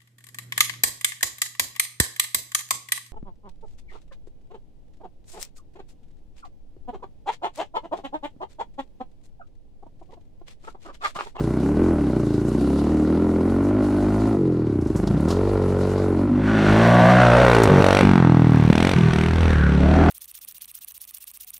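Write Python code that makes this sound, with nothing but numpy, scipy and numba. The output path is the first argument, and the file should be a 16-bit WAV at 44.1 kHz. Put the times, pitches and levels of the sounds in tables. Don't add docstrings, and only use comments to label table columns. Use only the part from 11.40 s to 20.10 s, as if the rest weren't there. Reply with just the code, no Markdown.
import sys
import numpy as np
from scipy import signal
from scipy.io import wavfile
from scipy.ndimage import uniform_filter1d
from numba import njit

SR = 44100
rng = np.random.default_rng(int(sys.argv[2]) if len(sys.argv) > 2 else 0)


def materialize(psi):
    bounded = np.clip(np.atleast_2d(psi).T, -1, 1)
    quanta = np.round(bounded * 32767).astype(np.int16)
    wavfile.write(sys.argv[1], SR, quanta)


def boost_factor(decibels):
    exponent = np.asarray(decibels, float) / 20
    return 10 ** exponent


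N = 383669

# start_s, throttle (0-1), pipe_level_db, pipe_centre_hz
RIDER = [(0, 0.97, -26.5, 338), (.2, 0.86, -22, 297), (.38, 1, -17, 308), (.6, 1, -22.5, 307),
         (.95, 0.68, -21, 308.4), (1.25, 0.99, -18.5, 293.2), (2, 0.91, -18.5, 303), (2.35, 0.9, -18, 283),
         (2.9, 0.9, -20, 287), (3, 0.35, -21.5, 339), (3.4, 0.29, -24, 297), (3.62, 0.84, -24.5, 324),
         (3.76, 1, -22, 269), (3.95, 0.99, -23.5, 347), (4.55, 0.99, -26, 352), (4.8, 0.94, -20.5, 300),
         (4.92, 0.66, -16.5, 231), (5.08, 0.92, -21, 287), (5.25, 0.87, -18.5, 325), (5.4, 1, -16.5, 324),
         (5.6, 0.9, -17, 305)]
# start_s, nearness_db, facing (silencer towards us, 0-1), silencer_hz, crank_load_db
BIKE = [(5, -35, 0.4, 470, -26), (5.07, -27.5, 0, 494, -38.5), (5.15, -28, 0.3, 533, -40),
        (5.25, -25.5, 0.06, 606, -9), (5.36, -25.5, 0.36, 586, -20.5), (5.5, -28.5, 0.6, 608, -16),
        (5.7, -29.5, 0.65, 639, -17.5), (5.85, -30.5, 0.48, 628, -15.5), (6.02, -29.5, 0.58, 570.7, -19),
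        (6.2, -29, 0.64, 462, -19.5), (6.33, -33.5, 0.74, 470, -20), (6.6, -30.5, 0.3, 436, -25.5),
        (6.68, -36, 0.57, 338, -16.5), (6.88, -41.5, 0.82, 278, -43), (7.2, -40.5, 0.57, 266, -34),
        (7.3, -38, 0, 337, -28), (7.45, -33.5, 0.12, 420, -25), (7.6, -35, 0, 428, -26),
        (7.75, -36.5, 0.15, 420, -25), (7.92, -41.5, 0.1, 427, -22.5), (8.02, -38, 0.13, 450, -16),
        (8.2, -39.5, 0.3, 448, -17), (8.36, -40, 0.24, 495, -21), (8.47, -37.5, 0.37, 610, -17.5),
        (8.7, -36.5, 0.42, 704, -18)]
PASS_S = 6.2


def curves(table):
    s, *columns = np.transpose(table)
    return [np.interp(np.arange(N) / SR, s, column) for column in columns]


def switched(start_s, length_s, edge_s=.005):
    t = np.arange(N) / SR
    return np.clip(np.minimum(t - start_s, start_s + length_s - t) / edge_s + .5, 0, 1)


def walk(rate):
    hold = int(SR / rate)
    steps = np.repeat(rng.standard_normal(N // hold + 1), hold)
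    return 2.0 * uniform_filter1d(uniform_filter1d(steps, hold), hold)[:N]


def unit(x):
    return x / np.sqrt(np.mean(x ** 2))


def delayed(x, lag_s):
    return np.roll(x, int(lag_s * SR))


def lowpass(x, hz, order=2):
    return signal.lfilter(*signal.butter(order, hz, fs=SR), x)


@njit
def svf(x, hz, width):
    y, b, l = np.empty(len(x)), 0., 0.
    for i in range(len(x)):
        g, k = np.tan(np.pi * hz[i] / SR), width[i] / hz[i]
        v = (b + g * (x[i] - l)) / (1 + g * (g + k))
        b, l, y[i] = 2 * v - b, l + 2 * g * v, k * v
    return y


def band(x, hz, width, order=2):
    hz, width = np.ones(len(x)) * hz, np.ones(len(x)) * width
    for _ in range(order):
        x = svf(x, hz, width)
    return unit(x / np.sqrt(width))


def ring(x, modes, scale=0.905, wide=1):
    total = 0
    for k, (hz, width, db) in enumerate(modes):
        total = total + (-1) ** k * boost_factor(db) * band(x, hz * scale, 1.117 * width * wide)
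    return unit(total)


def beats(turn, hz, jitter_s, scatter_db):
    count = np.arange(np.ceil(turn[0]), turn[-1])
    chance = rng.standard_normal((600, 2))[:len(count)]
    at = np.clip(np.interp(count, turn, np.arange(N)) + jitter_s * SR * chance[:, 0], 0, N - 2)
    i = at.astype(int)
    size = boost_factor(scatter_db * chance[:, 1]) / np.sqrt(hz[i])
    out = np.zeros(N)
    out[i], out[i + 1] = size * (i + 1 - at), size * (at - i)
    return out


def puff(clicks, decay_s, steady):
    gate = signal.lfilter([1], [1, -np.exp(-1 / (decay_s * SR))], clicks)
    return (unit(gate) + steady) * rng.standard_normal(N)


def rattle(clicks, decay_s):
    t = np.arange(2000) / SR
    clatter = rng.standard_normal(len(t)) * np.exp(-t / decay_s)
    return unit(signal.fftconvolve(clicks, clatter)[:N])


def law(rest_db, control_db, per_hz_db, control, hz):
    return rest_db + control_db * control + per_hz_db * (hz - 40)


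def firing_rate():
    # start_s, firing_rate_hz
    engine_revs = [(0.0, 29.35), (0.21, 32.14), (0.45, 44.48), (0.71, 31.27), (0.95, 26.77), (1.47, 37.73),
                   (2.08, 44.5), (2.38, 51.76), (2.52, 48.78), (2.92, 54.99), (2.99, 47.64), (3.27, 38.14),
                   (3.53, 21.03), (3.64, 27.06), (3.73, 27.44), (3.9, 44.32), (4.02, 48.13), (4.78, 46.66),
                   (5.15, 53.86), (5.26, 50.62), (5.46, 58.22), (5.72, 60.96), (6.09, 60.3),
                     (6.22, 55.49), (6.32, 47.93), (6.45, 46.42), (6.62, 49.81), (6.86, 41.67),
                     (7.28, 37.69), (7.36, 40.13), (7.5, 46.82), (7.62, 39.82), (7.7, 38.83), (8.0, 41.58),
                     (8.31, 35.04), (8.7, 41.42)]
    # centre_s, length_s, change_hz
    ruts = [(0.34, 0.11, -1.62), (0.46, 0.2, 1.1), (0.54, 0.08, 0.53), (0.62, 0.11, -0.25),
            (0.86, 0.15, -0.38), (1.2, 0.15, -0.47), (1.48, 0.27, 0.78), (1.64, 0.2, -1.42),
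            (1.84, 0.2, 1.37), (2.0, 0.15, -1.24), (2.1, 0.11, 0.59), (2.22, 0.15, -0.78),
            (2.36, 0.2, 0.85), (2.48, 0.11, -0.32), (2.68, 0.27, -0.51), (2.82, 0.15, 0.47),
            (2.98, 0.15, 0.92), (3.1, 0.15, -0.39), (3.26, 0.15, 0.5), (3.38, 0.15, -0.54),
            (3.58, 0.15, -0.9), (3.66, 0.15, -0.37), (3.72, 0.2, 1.23), (3.9, 0.27, -0.59),
            (4.1, 0.2, 1.03), (4.32, 0.36, -0.88), (4.5, 0.2, 0.23), (4.6, 0.2, 1.31), (4.76, 0.15, -1.31),
            (4.86, 0.15, 1.26), (4.98, 0.2, -1.03), (5.14, 0.15, 0.82), (5.28, 0.27, -0.25),
            (5.4, 0.11, 0.87), (5.48, 0.11, -0.57), (5.58, 0.11, 0.62), (5.66, 0.08, -1.17),
            (5.72, 0.08, 0.85), (5.82, 0.08, 0.73), (5.9, 0.11, -1.55), (5.98, 0.2, 0.22),
            (6.26, 0.2, 0.65), (6.4, 0.11, -1.8), (6.52, 0.08, -0.33), (6.64, 0.27, 0.87),
            (6.9, 0.2, -0.42), (7.04, 0.15, 0.45), (7.26, 0.36, -0.5), (7.36, 0.11, -0.5),
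            (7.52, 0.36, 0.66), (7.74, 0.2, -0.83), (7.84, 0.2, 0.29), (8.06, 0.15, 0.42),
            (8.2, 0.15, -0.26), (8.42, 0.2, -0.57), (8.58, 0.2, 0.82)]
    hz, = curves(engine_revs)
    t = np.arange(N) / SR
    for centre_s, length_s, change_hz in ruts:
        hz = hz + change_hz * np.cos(np.pi * np.clip((t - centre_s) / length_s, -.5, .5)) ** 2
    return hz


def engine_turn(hz):
    # start_s, length_s, extra_delay_s
    timing_shifts = [
        (2.5, .46, -.0018),
        (3.55, .33, -.0016),
        (5.62, .4, .0015),
        (6.287, .126, .0035),
        (6.43, .19, -.0015),
        (6.622, .63, .0015),
        (7.3, .24, -.0012),
        (7.548, .15, .0027),
    ]
    turn = np.cumsum(hz) / SR - .334 + .004 * walk(11)
    return turn - hz * sum(lag_s * switched(s, length_s, .012) for s, length_s, lag_s in timing_shifts)


def crank_levels(hz):
    # start_s, level_db
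    first_under = [(5.2, -5), (5.55, -23), (5.8, -13.5), (6.1, -7), (6.4, -13), (7.6, -12), (8.2, -14),
                   (8.7, -15)]
    throttle, load_db = curves(RIDER)[0], curves(BIKE)[3]
    changed = switched(5.3, N / SR, 0.091)
    far_first_db = load_db + curves(first_under)[0] + 0.14 * (hz - 50)
    second_db = (1 - changed) * law(-41, 13, 0.24, throttle, hz) + changed * load_db
    first_db = (1 - changed) * law(-53.5, 13.2, 0.64, throttle, hz) + changed * far_first_db
    return second_db + 0.5 * walk(5.0), first_db + 1.4 * walk(8.6)


def crank_hum(turn, fade, second_db, first_db):
    second = np.cos(2 * np.pi * (2 * turn - .38 + 0.074 * fade))
    first = np.cos(2 * np.pi * (turn + 0.54 * fade))
    return np.sqrt(2) * (boost_factor(second_db) * second + boost_factor(first_db) * first)


def rumble(first_db):
    gain = boost_factor(np.minimum(first_db, -35) - 2.5 + 1.5 * walk(2.2))
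    gain = gain + boost_factor(-34.5) * switched(PASS_S, N / SR)
    shake = band(rng.standard_normal(N), 72, 160)
    return gain * signal.lfilter(*signal.butter(2, 34, 'high', fs=SR), shake)


def helmet_exhaust(turn, hz, firing, gulp, throttle, stumble, header_shade_db):
    # multiple_of_centre, width_hz, level_db
    pipe_modes = [(0.757, 71, 8.5), (0.999, 61.3, 14), (1.248, 78, 9), (1.55, 79, -4)]
    # centre_hz, width_hz, level_db
    header_modes = [(131, 8.7, 13), (167, 58.5, 24)]
    _, pipe_db, pipe_hz = curves(RIDER)
    drive = (1 - 0.46 * stumble) * unit(firing) + (.15 + .1 * throttle) * unit(gulp)
    drive = drive + .45 * throttle * (1 - stumble) * rattle(firing, .007)
    drive = drive + .18 * unit(puff(firing, .02, 1.5))
    narrowing = .35 * throttle * np.clip((46 - hz) / 10, 0, 1)
    pipe = boost_factor(pipe_db) * ring(drive, pipe_modes, pipe_hz, 1 - narrowing)
    header_db = law(-28.5, 0.19, -0.2, throttle, hz) + header_shade_db
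    header = boost_factor(header_db) * ring(drive, header_modes, (hz / 40) ** .5)
    overrun_db = law(-18, -21, 0, throttle, hz)
    overrun = boost_factor(overrun_db) * np.cos(2 * np.pi * (3 * turn + .25))
    kick = boost_factor(-22.5) * stumble * band(delayed(firing, .011), 150, 170)
    return pipe + header + overrun - kick


def helmet_rasp(hz, firing, gulp, throttle, stumble):
    # centre_hz, width_hz, level_db
    shell_modes = [(620, 101, 7.5), (820, 210, 2), (1175, 340, 2), (1581, 215, -2.5), (2090, 890, -6)]
    ticks = .7 * band(delayed(firing, .0033), 850, 1500) / 4 + .4 * rattle(firing, .004)
    ticks = hz / 45 * ticks * (1 - .6 * stumble) * (.4 + .6 * throttle)
    ticks = ticks + .75 * unit(puff(firing + .5 * gulp, .012, 1.1))
    level_db = law(-41.5, 8.2, 0.084, throttle, hz)
    return boost_factor(level_db) * ring(ticks, shell_modes, 0.898 + 0.023 * walk(4.03))


def helmet_hiss(hz, firing, throttle, wind_shade_db):
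    # centre_hz, width_hz, level_db
    hiss_bands = [(2850, 610, -2.5), (4170, 2300, 3), (6600, 7400, 2), (10040, 4300, -3.5)]
    mid = side = 0
    gust_db = law(-65.5, 12.9, 0, throttle, hz) + wind_shade_db - 6 + .3 * walk(6) + .6 * walk(40)
    for centre_hz, width_hz, db in hiss_bands:
        flutter = boost_factor(gust_db + db + .8 * walk(9) + 1.4 * walk(60))
        mid = mid + flutter * band(puff(firing, 0.015, 3.4), 0.985 * centre_hz, 0.95 * width_hz)
        side = side + flutter * band(puff(firing, 0.015, 3.4), 0.985 * centre_hz, 0.95 * width_hz)
    return mid, boost_factor(-6) * side


def airbox(firing):
    # start_s, length_s, level_db, centre_hz, width_hz
    notes_sung = [(0.211, 0.18, -18, 290, 55), (0.391, .15, -25.5, 343, 70),
                  (0.553, 0.14, -19.5, 291, 44.7), (0.79, 0.36, -27, 291.5, 35),
                  (1.189, 0.31, -17.5, 285, 39.7), (1.497, 0.6, -23.5, 314, 60.6),
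                  (2.1, .7, -27, 296.3, 60), (2.252, 0.21, -39, 604, 80), (2.55, 0.42, -35.5, 686, 80),
                  (2.99, 0.24, -27.5, 296, 58.6), (3.952, 0.78, -31.5, 424, 78.4),
                  (4.822, 0.29, -24, 252, 60), (5.13, 0.095, -26, 269, 60)]
    out = 0
    for upper, rest_hz, rest_width_hz in [(False, 300., 50.), (True, 600., 80.)]:
        gain, centre, wide = np.zeros(N), np.full(N, rest_hz), np.full(N, rest_width_hz)
        for s, length_s, db, hz, width_hz in notes_sung:
            if (hz > 500) == upper:
                on = switched(s, length_s, 0.022)
                gain = gain + on * boost_factor(db)
                centre = centre + on * (hz - centre)
                wide = wide + on * (width_hz - wide)
        ringing = band(firing, centre, wide)
        out = out + gain * ringing / np.sqrt(uniform_filter1d(ringing ** 2, SR // 6))
    return out


def helmet(turn, hz):
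    # start_s, header_db, wind_db
    shade = [(0, 2, 0), (.3, 1, -3), (.6, 0.5, -1.5), (.9, 0, 2.5), (1.2, -1.5, 3), (1.5, -1, 1),
             (1.9, 1, -3), (2.2, -2.5, -3), (2.45, -3.5, 0), (2.8, 7.5, 0), (3, 2.5, 0), (3.5, -5, 0.5),
             (3.7, 10, -3), (4.1, -3.5, 0), (4.3, 3, 0), (4.6, -0.5, 0.5), (4.8, 0, -3.5), (5, 8.5, -8)]
    header_shade_db, wind_shade_db = curves(shade)
    throttle = curves(RIDER)[0]
    turn = turn + .0068 * hz
    firing = beats(turn, hz, .0001, .8)
    gulp = beats(turn + .45, hz, .0003, 1.5)
    stumble = switched(3.54, .24)
    exhaust = helmet_exhaust(turn, hz, firing, gulp, throttle, stumble, header_shade_db)
    rasp = helmet_rasp(hz, firing, gulp, throttle, stumble)
    mid, side = helmet_hiss(hz, firing, throttle, wind_shade_db)
    near = exhaust + airbox(firing) + rasp + mid
    return signal.sosfilt(signal.ellip(8, .2, 60, 13900, fs=SR, output="sos"), near), lowpass(side, 11300, 4)


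def twigs():
    # start_s, peak_db, centre_hz, t60_s
    snaps = [(0.4529, -57, 4000, 0.069), (0.9373, -62, 3970, 0.048), (3.269, -45, 3090, 0.057),
             (3.412, -43.5, 5120, 0.087), (3.4511, -47, 3800, 0.043), (3.4635, -59, 3020, 0.053),
             (3.471, -43, 6000, 0.11), (3.561, -35, 6600, 0.21), (3.673, -29, 3840, 0.054),
             (3.756, -70, 3180, 0.06), (3.774, -44, 3920, 0.06), (3.806, -41, 8700, 0.06),
             (3.883, -30.5, 4950, 0.29), (3.9037, -25, 3930, 0.13), (3.9264, -47, 6000, 0.049),
             (4.2218, -38, 4000, 0.056), (4.4355, -40, 4090, 0.043), (4.582, -37, 3660, 0.059),
             (6.148, -19, 3100, 0.044), (6.2343, -17, 6550, 0.045)]
    out, t = np.zeros(N), np.arange(int(.15 * SR)) / SR
    for s, db, hz, t60_s in snaps:
        burst = rng.standard_normal(len(t)) * boost_factor(-60 * t / t60_s)
        snap = band(burst, hz, 1.2 * hz)
        knock = 1.4 * band(burst, 920, 710)
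        i = int(s * SR)
        out[i:i + len(t)] += 1.07 * boost_factor(db) * (snap + knock) / np.abs(snap).max()
    return out


def bike(hz):
    # start_s, length_s, crack (0-1), brightening_db, silencer_lift_hz
    bursts = [
        (5.792, 0.23, 0.56, 1.5, -6),
        (6.044, 0.24, 0.87, -0.5, -3),
        (6.424, 0.19, 0.93, 4, 128),
        (7.278, 0.14, 0.85, 0, 132),
        (6.623, .16, 0.78, 1, 0.5),
        (7.31, .228, 0.91, 5.5, 124),
        (7.578, .045, .75, 1.5, 0),
        (7.722, 0.24, 0.88, 4.5, -1),
        (7.962, 0.18, 0.77, 3, 64),
    ]
    # start_s, length_s, level_db, centre_hz (at 40 firings a second), edge_s
    booms = [
        (5.036, 0.64, -23.5, 126, 0.21),
        (5.529, 0.48, -20, 126, 0.25),
        (6.3, 0.11, -15.5, 126, 0.005),
        (6.609, 0.71, -15.5, 132, 0.015),
        (7.288, 0.19, -20, 145, 0.02),
        (7.552, 0.14, -19.5, 140, 0.018),
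        (7.73, 0.12, -23.5, 151, 0.057),
        (8.183, 0.94, -20, 180, 0.29),
    ]
    near_db, facing, bark_hz, _ = curves(BIKE)
    crack = 0.16 + (0.51 - 0.16) * switched(PASS_S, N / SR)
    boom_db, bright_db, burst = -27, 0, 0
    for s, length_s, share, db, lift_hz in bursts:
        on = switched(s, length_s)
        crack = crack + on * (share - crack)
        bright_db, burst = bright_db + on * db, burst + on
        bark_hz = bark_hz + on * lift_hz
    crack = crack * (1 - 0.63 * switched(8.1, N / SR, 1.0))
    boom_hz = 140 + 2.97 * (hz - 40) + 29 * burst
    for s, length_s, db, centre_hz, edge_s in booms:
        on = switched(s, length_s, edge_s)
        boom_db, boom_hz = boom_db + on * (db + 27), boom_hz + on * (centre_hz - 140)
    bark_db = near_db + law(0, 24.2, 0, facing, hz) + 0.98 * bright_db
    rasp_db = near_db + law(5.87, 6.8, 0.051, facing, hz) + 0.24 * bright_db
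    return boom_db, boom_hz, bark_db, bark_hz, rasp_db, near_db + bright_db, np.clip(crack, .02, .98)


def silencer_boom(early, push, boom_hz, crack):
    swell = 1.11 * band(early, boom_hz, 45 + 220 * crack ** 2)
    return swell - 0.28 * band(delayed(push, 0.00055), boom_hz, 37, order=1)


def silencer_bark(early, push, gush, valve, bark_hz, crack, screened):
    # multiple_of_centre, width_hz, level_db
    bark_modes = [(0.502, 69.5, -3), (0.797, 72, 3), (0.998, 60, 8.5), (1.182, 70, 6), (1.7, 248, -10)]
    drive = .8 * unit(early) + .6 * rattle(early, .01) + .3 * unit(valve)
    drive = drive + .35 * unit(puff(gush, .012, 1.2))
    drive = drive + .8 * screened * unit(puff(gush, .015, 1.5))
    low = 1.5 * screened * band(drive, 0.457 * bark_hz, 150)
    spike = crack * band(push, bark_hz, 390, order=1)
    return low + spike + np.sqrt(1 - crack ** 2) * ring(drive, bark_modes, bark_hz, 0.69 * bark_hz / 450)


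def tail_pipe_rasp(early, push, gush, valve, crack, screened):
    # centre_hz, width_hz, level_db
    rasp_modes = [(863, 450, 3.5), (1160, 117, -2), (1457, 360, 2.5), (1960, 270, -9)]
    ticks = .7 * unit(early) + .6 * rattle(early, .003) + .4 * unit(valve)
    ticks = ticks + .65 * unit(puff(gush + .5 * valve, .005, .5))
    ticks = (1 - .5 * screened) * ticks + .6 * screened * rng.standard_normal(N)
    approach = 0.56 * switched(5.02, 0.2, .12)
    whistle_hz = 1440 * (1 + .025 * walk(12)) + 90 * approach
    burr = ring(ticks, rasp_modes, 0.982 + 0.022 * walk(6)) + approach * band(ticks, whistle_hz, 260)
    return crack ** 2 * band(push, 1820, 6600) + np.sqrt(1 - crack ** 2) * burr


def gas_sizzle(gush, valve, crack):
    # centre_hz, width_hz, level_db
    treble_modes = [(2370, 1510, 9), (4690, 1700, -8), (6320, 600, -6.5), (8640, 2900, -20),
                    (9660, 1850, -12)]
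    sharp = np.sqrt(crack) * unit(puff(gush, 0.0022, 0.06))
    gas = sharp + np.sqrt(1 - crack) * unit(puff(gush + valve, 0.02, 0.3))
    air = 0.092 * crack ** 2 * band(gas, 9400, 4400)
    return ring(gas, treble_modes) + air


def tail_pipe_whistle(early):
    # start_s, centre_hz, level_db
    whistle_near = [(5.3, 1410, -14.5), (5.332, 1450, -31), (5.672, 1470, -23.5), (5.812, 1390, -14),
                    (5.914, 1330, -21.5), (5.946, 1380, -14), (5.974, 1360, -28), (6.066, 1420, -16),
                    (6.3, 1460, -28)]
    # start_s, centre_hz, level_db
    whistle_far = [(7.7, 1400, -42), (7.95, 1550, -41), (8.05, 1450, -40.5), (8.15, 1590, -34),
                   (8.26, 1450, -32), (8.4, 1390, -46.5), (8.55, 1500, -35), (8.7, 1410, -35)]
    far = switched(7.7, N / SR, .1)
    pipe_hz, pipe_db = curves(whistle_near + whistle_far)
    breath = .6 * unit(puff(early, .005, .25 + 3 * far)) * (1 + far)
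    sung = band((1 - .8 * far) * unit(early) + breath, pipe_hz, 280 + 200 * far)
    return boost_factor(pipe_db - 2) * (switched(5.27, 0.91, 0.044) + far) * sung


def open_pulses(turn, hz, push):
    # start_s, thud_db, pop_db
    pops = [(5.1, -44, -25), (5.3, -22.5, -20), (5.5, -22.5, -22.5), (5.72, -24.5, -26), (5.82, -38, -28.5),
            (6.1, -27, -21.5), (6.25, -30, -29), (6.42, -28, -22.5), (6.5, -34, -39), (6.68, -35, -30),
            (6.85, -48, -24), (7.2, -32.5, -35.5), (7.5, -38, -46), (7.75, -39, -45), (8.05, -35, -32),
            (8.2, -41, -44), (8.5, -61, -33), (8.7, -43, -27)]
    thud_db, pop_db = curves(pops)
    pop = boost_factor(pop_db) * band(push, 1030, 1100, order=1)
    half_cycle = 0.76 * beats(turn + .56, hz, .0001, 0.88)
    return pop, boost_factor(thud_db) * band(push + half_cycle, 260, 220, order=1)


def tree_echo(bright):
    t = np.arange(int(.4 * SR)) / SR
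    tail = rng.standard_normal(len(t)) * boost_factor(-60 * t / .3) * (t > .008)
    return boost_factor(-13) * signal.fftconvolve(bright, tail / np.linalg.norm(tail))[:N]


def bank_echo(direct):
    return -0.73 * switched(7.55, 0.36, 0.025) * delayed(lowpass(direct, 700), 0.00334)


def trackside(turn, hz):
    boom_db, boom_hz, bark_db, bark_hz, rasp_db, treble_db, crack = bike(hz)
    firing = beats(turn + 0.00164 * hz, hz, .00008, 0.3)
    push = lowpass(firing, 1100)
    gush = delayed(firing, 0.0013)
    valve = beats(turn + .52, hz, 0.00029, 4)
    early = delayed(firing, -.0014)
    screened = switched(8.27, N / SR, 0.22)
    boom = boost_factor(boom_db) * silencer_boom(early, push, boom_hz, crack)
    bark = boost_factor(bark_db) * silencer_bark(early, push, gush, valve, bark_hz, crack, screened)
    rasp = boost_factor(rasp_db) * tail_pipe_rasp(early, push, gush, valve, crack, screened)
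    sizzle = boost_factor(treble_db + 0.13 * walk(25)) * gas_sizzle(gush, valve, crack)
    pop, thud = open_pulses(turn, hz, push)
    bright = sizzle - bark - rasp - tail_pipe_whistle(early) - pop
    direct = bright - thud - boom
    return direct + tree_echo(bright) + bank_echo(direct)


def scene():
    hz = firing_rate()
    second_db, first_db = crank_levels(hz)
    turn = engine_turn(hz)
    fade = np.interp(np.arange(N) / SR, (4.84, 6.36), [0, np.pi / 2])
    near, wide = helmet(turn, hz)
    mid = np.cos(fade) * near + np.sin(fade) * trackside(turn, hz)
    mid = mid + crank_hum(turn, fade, second_db, first_db) + twigs() + rumble(first_db)
    side = np.cos(fade) * wide - boost_factor(-35.0) * np.sin(fade) * lowpass(mid, 250)
    return np.array([mid + side, mid - side])


def low_pass(x):
    return signal.sosfilt(signal.butter(12, 15820, fs=SR, output="sos"), x)


def record(dry):
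    top = signal.ellip(8, .2, 70, 15750, fs=SR, output="sos")
    return low_pass(signal.sosfilt(top, 0.88 * np.tanh(dry / 0.83)))


dry = scene()
out = record(dry)
materialize(out)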